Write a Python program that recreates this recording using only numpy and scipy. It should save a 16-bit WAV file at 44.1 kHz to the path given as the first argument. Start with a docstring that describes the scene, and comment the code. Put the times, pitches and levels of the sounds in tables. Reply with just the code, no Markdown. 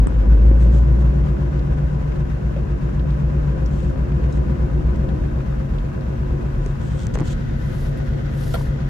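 """A V8 diesel engine, heard from the cab of a four-wheel drive creeping along a dirt track.
Its firings make the air in the cab boom as it picks up from idle; then it throbs once per engine
cycle (two turns of the crankshaft), over soft clatter and tyre rumble. The body thumps, the trim ticks.
Mostly near the end, a sleeve rustles, a hand slides on the steering wheel and loose gear knocks."""
import sys
import numpy as np
from scipy import signal
from scipy.fft import rfft, irfft, next_fast_len
from scipy.io import wavfile
from scipy.ndimage import uniform_filter1d, map_coordinates

SR = 44100
rng = np.random.default_rng(int(sys.argv[2]) if len(sys.argv) > 2 else 0)


def int16_out(signal):
    """Quantize to a 16-bit WAV file."""
    q = np.round(np.clip(np.atleast_2d(signal).T, -1, 1) * 32767)
    wavfile.write(sys.argv[1], SR, q.astype(np.int16))


N = 392049

# Levels compare rows within a table. 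A fade_s is the time a sound takes to drop by 60 dB.
# how fast the crankshaft turns: time_s, speed_rpm
ENGINE_SPEED = [(0.0, 720.8), (0.65, 864.6), (1.0, 880.8), (1.35, 937.6), (1.65, 925.1), (2.5, 938.9),
                (3.3, 923.7), (4.2, 946.0), (5.0, 978.0), (5.8, 1001.0), (6.3, 996.1), (6.65, 1015.2),
                (7.0, 1002.0), (7.4, 1022.5), (7.85, 998.9), (8.3, 1042.9), (8.89, 1010.6)]
# how hard the engine pulls: time_s, level_db
ENGINE_LOAD = [(0, -5.5), (.16, -22), (.205, -10), (.55, -9.5), (1.05, -10), (2.1, -20.5), (3.3, -16),
               (4.6, -16), (5.2, -14), (5.85, -23.5), (6.35, -15), (6.75, -25.5), (7.3, -30), (7.9, -24.5),
               (8.89, -21.5)]
# weaker exhaust tones ("order" means waves per engine cycle): order, level_db
EXHAUST_TONES = [(5, -47), (6, -43), (9, -27), (11, -34), (13, -25.5), (14, -39.5), (15, -40.5),
                 (16, -23.5), (17, -32.5), (18, -31), (19, -25.5), (20, -34.5), (21, -36.5), (22, -40),
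                 (23, -40.5), (24, -34.5), (25, -35.5), (26, -37), (27, -31), (28, -35.5), (32, -42),
                 (33, -44), (34, -44), (36, -44.5), (37, -38), (39, -46.5), (42, -48), (44, -43), (45, -42),
                 (46, -49.5), (47, -48)]
# how well the cab passes those tones: pitch_hz, gain_db
CAB_GAIN = [(34, -21.5), (42, -10.5), (59, 10), (66, -14.5), (71, -15), (92, -24), (102, -11), (112, -4.5),
            (130, -9), (142, 0), (160, -16), (195, -1.5), (212, -17.5), (228, -6), (250, -10.5), (400, -2)]
# how speed shifts the throb's wave: speed_rpm, shift_waves
THROB_SHIFT = [(925, 0.38), (950, 0.088), (980, 0.12), (1020, 0.028)]
# tone of the droning panels: pitch_hz, level_db
PANEL_TONE = [(120, -42), (200, -4.5), (260, -5), (400, -1.5), (560, -7), (720, -13.5), (900, -21.5),
              (1400, -34), (3000, -77)]
# tone of the engine clatter: pitch_hz, level_db
CLATTER_TONE = [(400, -25), (800, 5), (1150, 0.5), (1600, 1.5), (2200, -4.5), (2700, -6.5), (3400, -14.5),
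                (4600, -16), (7000, -19.5), (9000, -29.5), (11000, -27), (15500, -38.5)]
# the same clatter when facing the windscreen: pitch_hz, level_db
WINDSCREEN_TONE = [(400, -18.5), (800, 3.5), (1120, -4.5), (1450, 5.5), (1700, 1), (1950, 4), (2300, -5),
                   (2700, -6), (3700, -9), (4600, -12), (7000, -17), (9000, -30), (11000, -26),
                   (15500, -42)]
# the listener turns to the windscreen: time_s, share_of_turn
LISTENER_TURN = [(6.7, 0.014), (7.4, 1)]
# ringing notes of the engine block: pitch_hz, level_db, fade_s
BLOCK_NOTES = [(1257, 1.5, 0.04), (1460, 1, 0.037), (1600, -2, 0.045), (2466, -7, 0.028),
               (2690, -11.5, 0.061), (3666, -12, 0.04)]
# the alternator's whine: time_s, level_db
WHINE_LEVEL = [(0, -51.5), (5.5, -55.5), (5.8, -53), (6.3, -53), (6.7, -57), (7.4, -62), (7.7, -52),
               (8.3, -55), (8.89, -57)]

# how rough the track is: time_s, level_db
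ROUGHNESS = [(0, -25.5), (.4, -25), (1.8, -28.5), (2.4, -30), (3.2, -28.5), (4.9, -26), (5.4, -31.5),
             (6.6, -32), (7.05, -27.5), (8.89, -33.5)]
# tone of the tyre rumble: pitch_hz, level_db
RUMBLE_TONE = [(15, -35), (24, -25), (31, -9), (38, -5), (47, -3), (58, 1), (75, 2), (92, -9), (130, -8),
               (190, -7.5), (240, -13), (320, -31.5), (600, -83.5)]
# tone of the shuddering body: pitch_hz, level_db
SHUDDER_TONE = [(15, -56.5), (27, -36.5), (33, -4.5), (39, 3), (48, -3.5), (75, -34), (200, -73.5)]
# the body and its load thump: start_s, level_db, pitch_hz, fade_s
THUMPS = [(0.5122, -7.5, 335, 0.022), (2.563, -22, 564, 0.066), (6.662, -20, 390, 0.047),
          (7.066, -12, 108, 0.067), (7.151, -16, 95, .04), (7.155, -23, 480, 0.038),
          (7.173, -23, 410, 0.047), (7.205, -11.5, 137, 0.065), (7.21, -14.5, 309, 0.064),
          (7.226, -20, 190, .05)]
# something jolts against a panel: start_s, level_db, brightness_hz
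PANEL_RAPS = [(7.1535, -22.5, 1600), (7.171, -26, 950), (7.1875, -31, 2000), (7.196, -27.5, 1500),
              (7.204, -28, 800), (7.2125, -26, 1000), (7.2185, -27, 1350), (7.2265, -29, 750)]

# loose gear knocks about; the last row, at 8.539 s, is the latch scraping as it starts to open: start_s,
# tick_db, thud_db
GEAR_HITS = [(0.0699, -35, -21.5), (0.513, -60.5, -26), (4.96, -39, -50), (6.662, -32.5, -35),
             (7.0683, -25, -33.5), (7.14, -28, -39), (7.145, -32, -38), (7.1505, -29.5, -28.5),
             (7.1546, -30, -39), (7.188, -33, -28.5), (7.199, -36, -37), (7.205, -33.5, -32),
             (8.539, -27, -39)]
# tone of its sharp tick: pitch_hz, level_db
TICK_TONE = [(800, -28), (2500, 0), (4000, -6), (6800, 2), (8500, -3), (10000, -19), (15500, -25.5)]
# tone of its dull thud: pitch_hz, level_db
THUD_TONE = [(80, -2), (200, 19), (400, 6.5), (700, -2), (1300, -7), (2500, -17), (6000, -44), (12000, -82)]
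# a plastic latch clacks: start_s, level_db
LATCH_HITS = [(8.539, -32), (8.5425, -23), (8.5525, -29)]
# tone of its dry crack: pitch_hz, level_db
CRACK_TONE = [(250, -10.5), (480, 13.5), (660, 13), (1000, -16.5), (1400, 2.5), (1800, -3), (2700, -11),
              (3300, -4), (4500, -13.5), (6000, -28), (12000, -13.5), (15500, -38.5)]
# notes of its hollow housing: pitch_hz, level_db, fade_s
HOUSING_NOTES = [(495, 0, .06), (668, 2, .06), (1373, 3, .05), (3128, -12, .04), (4350, -14, .045)]
# its tongue bounces: start_s, level_db
TONGUE_HITS = [(8.562, -28), (8.584, -29), (8.61, -26)]
# notes of the tongue: pitch_hz, level_db, fade_s
TONGUE_NOTES = [(960, -2, 0.028), (1075, -8.5, .02), (1550, -18, .025)]

# a sleeve rubs: middle_s, length_s, level_db
SLEEVE_STROKES = [(0.626, 0.087, -57.5), (.76, .1, -55), (1.01, 0.046, -60), (3.8, 0.2, -57),
                  (4.348, 0.077, -60), (6.673, 0.091, -58), (6.89, 0.2, -57.5), (7.019, 0.078, -50),
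                  (7.147, 0.015, -50), (7.288, 0.085, -46.5), (7.32, 0.03, -52)]
# tone of the cloth: pitch_hz, level_db
CLOTH_TONE = [(1000, -24), (3200, 6), (5000, -3), (6800, 2.5), (8300, -2.5), (9500, -13), (11200, -17.5),
              (15500, -22.5)]
# the cloth squeaks: middle_s, length_s, level_db
CLOTH_SQUEAKS = [(0.62, .05, -63.5), (6.85, 0.073, -66.5), (6.98, .13, -65)]
# tone of that thin squeak: pitch_hz, level_db
SQUEAK_TONE = [(6500, -41), (8050, -3.5), (8300, 2.5), (8650, -7.5), (10000, -36)]
# the wheel slips through a hand: middle_s, length_s, level_db
HAND_SLIDES = [(7.64, 0.14, -67.5), (7.81, 0.21, -61), (7.982, 0.023, -63), (8.06, .07, -71.5),
               (8.51, 0.32, -55.5)]
# tone of the sliding skin: pitch_hz, level_db
SKIN_TONE = [(1000, -20.5), (3200, 6.5), (6000, 4.5), (8500, -1), (11300, 4.5), (13500, -4.5),
             (15500, -9.5)]

# the dashboard trim ticks: start_s, level_db, pitch_hz, width_hz
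DASH_TICKS = [(0.07, -35, 8200, 350), (1.592, -46, 3400, 3000), (2.12, -38, 1400, 1500),
              (2.563, -41, 2400, 1200), (2.888, -35, 1100, 700), (2.995, -44, 3200, 1500),
              (3.105, -46, 3700, 1200), (3.3, -38, 1200, 600), (3.66, -42, 5400, 2600),
              (4.12, -41, 2500, 1500), (4.239, -36, 1900, 1100), (4.325, -48, 6000, 3000),
              (5.09, -45, 3400, 1600), (5.784, -40, 3300, 1200), (6.009, -48, 4000, 3000)]
# a metal clip in the trim is jolted: start_s, level_db
CLIP_HITS = [(3.105, -53), (4.325, -43)]
CLIP_NOTES = [(3890, -6.5, .09), (5170, -8, .06), (6700, -14, .06), (8500, -14, .06)]

# pitches the cab lifts or dulls: pitch_hz, width_hz, gain_db
CAB_RESONANCES = [(145.7, 8.9, 5.5), (259.4, 33, 3.5), (302, 5.7, 6.5), (353.8, 16.7, 8.5), (396.4, 17, -6),
                  (476.2, 16, -6.5), (501, 5.6, 7), (531.7, 15, 7.5), (999, 46, 9.5), (1112, 37, 7),
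                  (1220, 17, 5), (1494, 53, 3.5), (1640, 35, 3), (2360, 100, -4), (2800, 70, 0),
                  (3230, 84, 3.5), (4310, 50, 8), (4400, 180, -5.5)]
# how wide the cab's noise sounds: pitch_hz, side_minus_middle_db
STEREO_WIDTH = [(60, -17.5), (99, -6.5), (160, -11), (270, 1.5), (450, 2), (740, 1), (1220, 3), (2010, 0.5),
                (3330, 0), (5500, 0), (9080, 1.5), (15000, -57)]
# which way it leans: pitch_hz, left_minus_right_db
STEREO_LEAN = [(60, 0), (120, 9), (240, -3), (480, 3.5), (950, 1), (1890, 4), (3770, 2.5), (7520, 3.5),
               (15000, -2.5)]

CRUISE_DB, USUAL_ROAD_DB = -13, -28  # engine load of steady creeping; roughness of ordinary track


def exhaust(cycle, rpm, load_db):
    """Eight firings a cycle make the boom; the engine's unequal halves add tones that beat against it."""
    angle = 2 * np.pi * cycle
    cycle_hz = rpm / 60 / 2
    pull_db = load_db - CRUISE_DB
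    throb_angle = 2 * np.pi * at_pitch(THROB_SHIFT, rpm)
    firing = cab_boom(8 * cycle_hz) * np.cos(8 * angle)
    throb = cab_boom(7 * cycle_hz) * np.cos(7 * angle + throb_angle)
    boom = amp(load_db) * firing + amp(-23 + 0.41 * pull_db) * throb
    grid_hz = np.arange(600)
    cab = amp(at_pitch(CAB_GAIN, grid_hz)) * cab_ringing(grid_hz)
    chug_angle = angle - 2 * np.pi * 0.03  # the tones add up to a chug early in each cycle
    drone = np.zeros(N)
    for order, db in EXHAUST_TONES:
        lift_db = 0.03 * max(order - 14.9, 0) * pull_db  # pulling harder lifts the high tones
        resonance = np.interp(order * cycle_hz, grid_hz, cab)
        gain = resonance * amp(db + lift_db + 1.3 * wobble(2.145))
        lag = 2 * np.arctan((order - 16.5) / 0.6)  # a dip in the cab's response delays nearby tones
        slip = 0.15 * max(order - 19, 1) * rng.standard_normal()  # high tones fall out of step
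        drone += gain * np.sin(order * chug_angle - lag + slip)
    drone *= amp(-1 + 0.1 * wobble(16))
    return np.sqrt(2) * (lean_left(boom, db=0.9) + lean_left(drone, db=1.6))


def panels_and_clatter(cycle, rpm, load_db, road_db):
    """Firings shake the panels, more under load and on rough ground; firings and valves clatter."""
    firing = np.cos(2 * np.pi * 8 * cycle)
    valves = np.cos(2 * np.pi * 16 * cycle)
    uneven = np.cos(2 * np.pi * cycle)  # one side of the engine is louder
    panel_db = -36 + 0.44 * (road_db - USUAL_ROAD_DB) + 0.2 * (load_db - CRUISE_DB)
    panels = amp(panel_db) * cab_noise(amp(1.8 * firing + 1.3 * wobble(25)), PANEL_TONE)
    rattle = amp(0.17 * firing + 0.3 * valves + 0.32 * uneven + 1.1 * wobble(50))
    turned = over_time(LISTENER_TURN)
    clatter = np.sqrt(1 - turned) * cab_noise(rattle, CLATTER_TONE)
    clatter += np.sqrt(turned) * cab_noise(rattle, WINDSCREEN_TONE)
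    clatter_db = -46.5 - 0.0019 * (rpm - 1010)
    return panels + amp(clatter_db) * clatter


def diesel_knock(cycle, scatter_db=2.8):
    """Every firing makes the engine block ring, each time with a different strength."""
    firings = np.flatnonzero(np.diff(np.floor(8 * cycle)))
    t = np.arange(SR // 16) / SR
    force = amp(scatter_db * np.clip(rng.standard_normal(len(firings)), -2, 2))
    out = np.zeros((2, N))
    for hz, db, fade_s in BLOCK_NOTES:
        hits = np.zeros((2, N))
        hits[:, firings] = force * rng.choice([-1, 1], (2, len(firings)))
        ring = amp(db - 60 * t / fade_s) * np.sin(2 * np.pi * hz * t)
        out += signal.oaconvolve(hits, ring[None], axes=1)[:, :N]
    return unit(out) * amp([[-51], [-54]])  # left, right


def alternator(cycle, order=77.3):
    """A belt spins the alternator, so its faint, unsteady whine follows the engine."""
    level_db = over_time(WHINE_LEVEL) + 2.5 * wobble(23)
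    angle = 2 * np.pi * order * cycle + 0.19 * wobble(5.7)
    return np.sqrt(2) * amp(level_db) * np.sin(angle)


def tyres(rpm, road_db):
    """The tyres rumble more on rough ground, and the body shudders more with speed."""
    rumble = amp(road_db + 1.75) * cab_noise(1, RUMBLE_TONE)
    shudder_db = -25.5 + 0.1 * (rpm - 1032)
    return rumble + amp(shudder_db) * cab_noise(1, SHUDDER_TONE)


def body_thumps(rise_s=0.0012):
    """Soft, heavy blows on the body each sound a short hollow note."""
    t = np.arange(SR // 4) / SR
    rise = 1 - np.exp(-t / rise_s)
    out = np.zeros(N)
    for start_s, db, hz, fade_s in THUMPS:
        add_at(out, start_s, rise * amp(db - 60 * t / fade_s) * np.sin(2 * np.pi * hz * t))
    return lean_left(out, db=1)


def panel_raps(lowest_hz=378, travel_s_at_1khz=0.003):
    """High notes cross a bending panel fastest, so each crisp knock is a quick falling chirp."""
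    hz = np.fft.rfftfreq(SR // 10, 1 / SR)
    travel = np.exp(-2j * np.pi * 2 * travel_s_at_1khz * np.sqrt(1000 * hz))
    bass_cut = hz ** 2 / (hz ** 2 + lowest_hz ** 2)
    out = np.zeros(N)
    for start_s, db, brightness_hz in PANEL_RAPS:
        treble_cut = (1 + (hz / brightness_hz) ** 2) ** -1.66
        knock = irfft(travel * bass_cut * treble_cut)
        add_at(out, start_s, amp(db) * knock / np.abs(knock).max())
    return lean_left(out, db=1)


def loose_gear():
    """Each knock of loose gear, and the latch's first scrape, is a sharp tick plus a dull thud."""
    ticks = blows([(s, db - 7) for s, db, _ in GEAR_HITS], fade_s=0.009)
    thuds = blows([(s, db + 5.5) for s, _, db in GEAR_HITS], fade_s=0.025)
    return near_noise(ticks, TICK_TONE, side_db=0.5) + near_noise(thuds, THUD_TONE, side_db=2.5)


def latch():
    """A plastic latch cracks, its housing rings and its tongue bounces."""
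    crack = amp(-1.5) * near_noise(blows(LATCH_HITS, fade_s=0.05), CRACK_TONE, side_db=1)
    housing = amp(-6) * rings(LATCH_HITS, HOUSING_NOTES)
    return crack + housing + rings(TONGUE_HITS, TONGUE_NOTES)


def driver():
    """A sleeve rubs in grainy strokes, at times squeaking, and the wheel slips through a hand."""
    rubbing = swells(SLEEVE_STROKES, steepness=2.6) * amp(1.2 * wobble(110)) * thread_snags()
    sleeve = near_noise(rubbing, CLOTH_TONE, side_db=-2)
    sliding = swells(HAND_SLIDES, steepness=3) * amp(6.5 + 1.2 * wobble(150))
    hand = near_noise(sliding, SKIN_TONE, side_db=-8)
    squeak = near_noise(swells(CLOTH_SQUEAKS, steepness=3), SQUEAK_TONE, side_db=-2)
    return sleeve + hand + squeak


def thread_snags(per_s=600, fade_s=0.003):
    """Threads catch and snap free, putting tiny random spikes in the loudness."""
    snags = (rng.uniform(size=N) < per_s / SR) * rng.uniform(0, 2.3, size=N)
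    t = np.arange(SR // 200) / SR
    spikes = np.convolve(snags, amp(-60 * t / fade_s))[:N]
    return unit(1 + amp(5) * spikes / 2)


def trim(road_db, rattles_per_s=14, usual_hz=2000, fade_s=0.032):
    """The flexing body makes the trim tick and clink; faint random rattles grow on rough ground."""
    when, size, note = rng.uniform(size=(round(rattles_per_s * N / SR), 3)).T
    pitch_hz = usual_hz * 2 ** (2 * note - 1)
    level_db = -56.5 - 4.5 * np.log(np.maximum(size, np.exp(-2)))  # most are weak, a few stand out
    level_db += 0.4 * (road_db[(when * N).astype(int)] - USUAL_ROAD_DB)
    level_db -= 20 * np.log10(pitch_hz / usual_hz)  # higher ones are softer
    rattles = zip(when * N / SR, level_db, pitch_hz, pitch_hz / 2)
    t = np.arange(SR // 8) / SR
    out = np.zeros((2, N))
    for start_s, db, hz, width_hz in [*DASH_TICKS, *rattles]:
        b, a = signal.iirpeak(hz, hz / width_hz, SR)
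        noise = rng.standard_normal((2, len(t)))
        buzz = unit(signal.lfilter(b, a, signal.lfilter(b, a, noise)))
        add_at(out, start_s, amp(db - 60 * t / fade_s) * buzz)
    return out + rings(CLIP_HITS, CLIP_NOTES)


def cab_boom(hz, boom_hz=55.25, width_hz=7.24):
    """The air in the cab booms when a tone comes near its lowest note."""
    return 1 / np.hypot(1, 2 * (hz - boom_hz) / width_hz)


def cab_ringing(hz):
    """How much the cab's resonances lift or dull each pitch."""
    return amp(sum(db / (1 + (2 * (hz - centre) / width) ** 2) for centre, width, db in CAB_RESONANCES))


def cab_noise(drive, tone, echo_share=0.14, echo_s=0.004):
    """Noise that pulses with drive; a window's echo and scattered sound make left and right differ."""
    direct, scattered = drive * rng.standard_normal((2, N))
    echo = np.roll(direct, round(echo_s * SR))
    side = np.sqrt(echo_share) * echo + np.sqrt(1 - echo_share) * scattered
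    side = filtered(side, lambda hz: amp(at_pitch(STEREO_WIDTH, hz)))
    colour = lambda hz: lean_left(cab_ringing(hz) * amp(at_pitch(tone, hz)), at_pitch(STEREO_LEAN, hz))
    pair = filtered(np.array([direct + side, direct - side]), colour)
    return pair / np.sqrt(np.mean(pair.mean(axis=0) ** 2))


def near_noise(loudness, tone, side_db):
    """Noise of a small contact nearby; a higher side_db makes it sound wider."""
    colour = lambda hz: unit(amp(at_pitch(tone, hz)))
    middle, side = filtered(loudness * rng.standard_normal((2, N)), colour)
    return np.array([middle + amp(side_db) * side, middle - amp(side_db) * side])


def rings(hits, notes, rise_s=0.0012):
    """A small part rings with its own notes each time it is hit."""
    t = np.arange(N) / SR
    out = np.zeros(N)
    for hz, db, fade_s in notes:
        loudness = amp(db) * uniform_filter1d(blows(hits, fade_s), round(rise_s * SR))
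        out += loudness * np.sin(2 * np.pi * hz * t + rng.uniform(0, 2 * np.pi))
    return out


def blows(hits, fade_s):
    """Loudness of sudden hits that die away."""
    t = np.arange(SR // 4) / SR
    out = np.zeros(N)
    for start_s, db in hits:
        add_at(out, start_s, amp(db - 60 * t / fade_s))
    return out


def swells(strokes, steepness):
    """Loudness of rubbing strokes that rise, hold and fade."""
    t = np.arange(N) / SR
    out = np.zeros(N)
    for middle_s, length_s, db in strokes:
        distance = np.minimum(np.abs(2 * (t - middle_s) / length_s), 4)
        out += amp(db) * np.exp(-distance ** steepness)
    return out


def add_at(track, start_s, sound):
    """Mix a short sound into a track."""
    span = track[..., round(start_s * SR):][..., :sound.shape[-1]]
    span += sound[..., :span.shape[-1]]


def lean_left(x, db):
    """Make stereo, with the left side db louder than the right."""
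    return x * amp(db * np.array([[0.5], [-0.5]]))


def amp(db):
    """Turn decibels into a multiplier."""
    return 10 ** (np.asarray(db) / 20)


def unit(x):
    """Scale x to an average strength (rms) of 1."""
    return x / np.sqrt(np.mean(x ** 2) + 1e-20)


def at_pitch(table, rate):
    """Read a table at a pitch or engine speed, on a log scale."""
    rates, values = np.transpose(table)
    return np.interp(np.log(rate + 1), np.log(rates + 1), values)


def over_time(table):
    """Join a table's points into one value per sample."""
    return np.interp(np.arange(N) / SR, *np.transpose(table))


def wobble(per_s):
    """A smooth curve through per_s random points a second."""
    return map_coordinates(rng.standard_normal(int(N * per_s / SR) + 4), [np.arange(N) * per_s / SR])


def filtered(x, response):
    """Scale each pitch in x by response(hz)."""
    size = next_fast_len(N + SR // 2)
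    return irfft(rfft(x, size) * response(np.fft.rfftfreq(size, 1 / SR)), size)[..., :N]


def scene():
    """Engine speed, load and the rough track drive the steady sounds; small contacts lie on top."""
    rpm, load_db, road_db = over_time(ENGINE_SPEED), over_time(ENGINE_LOAD), over_time(ROUGHNESS)
    cycle = np.cumsum(rpm / 60 / 2) / SR  # engine cycles so far, two turns each
    engine = exhaust(cycle, rpm, load_db) + panels_and_clatter(cycle, rpm, load_db, road_db)
    engine += diesel_knock(cycle) + alternator(cycle)
    rolling = tyres(rpm, road_db)
    contacts = driver() + loose_gear() + latch() + body_thumps() + panel_raps() + trim(road_db)
    return engine + rolling + contacts


def record(dry):
    """The microphone keeps nothing above 15400 Hz."""
    return filtered(dry, lambda hz: hz < 15400)


dry = scene()
out = record(dry)
int16_out(out)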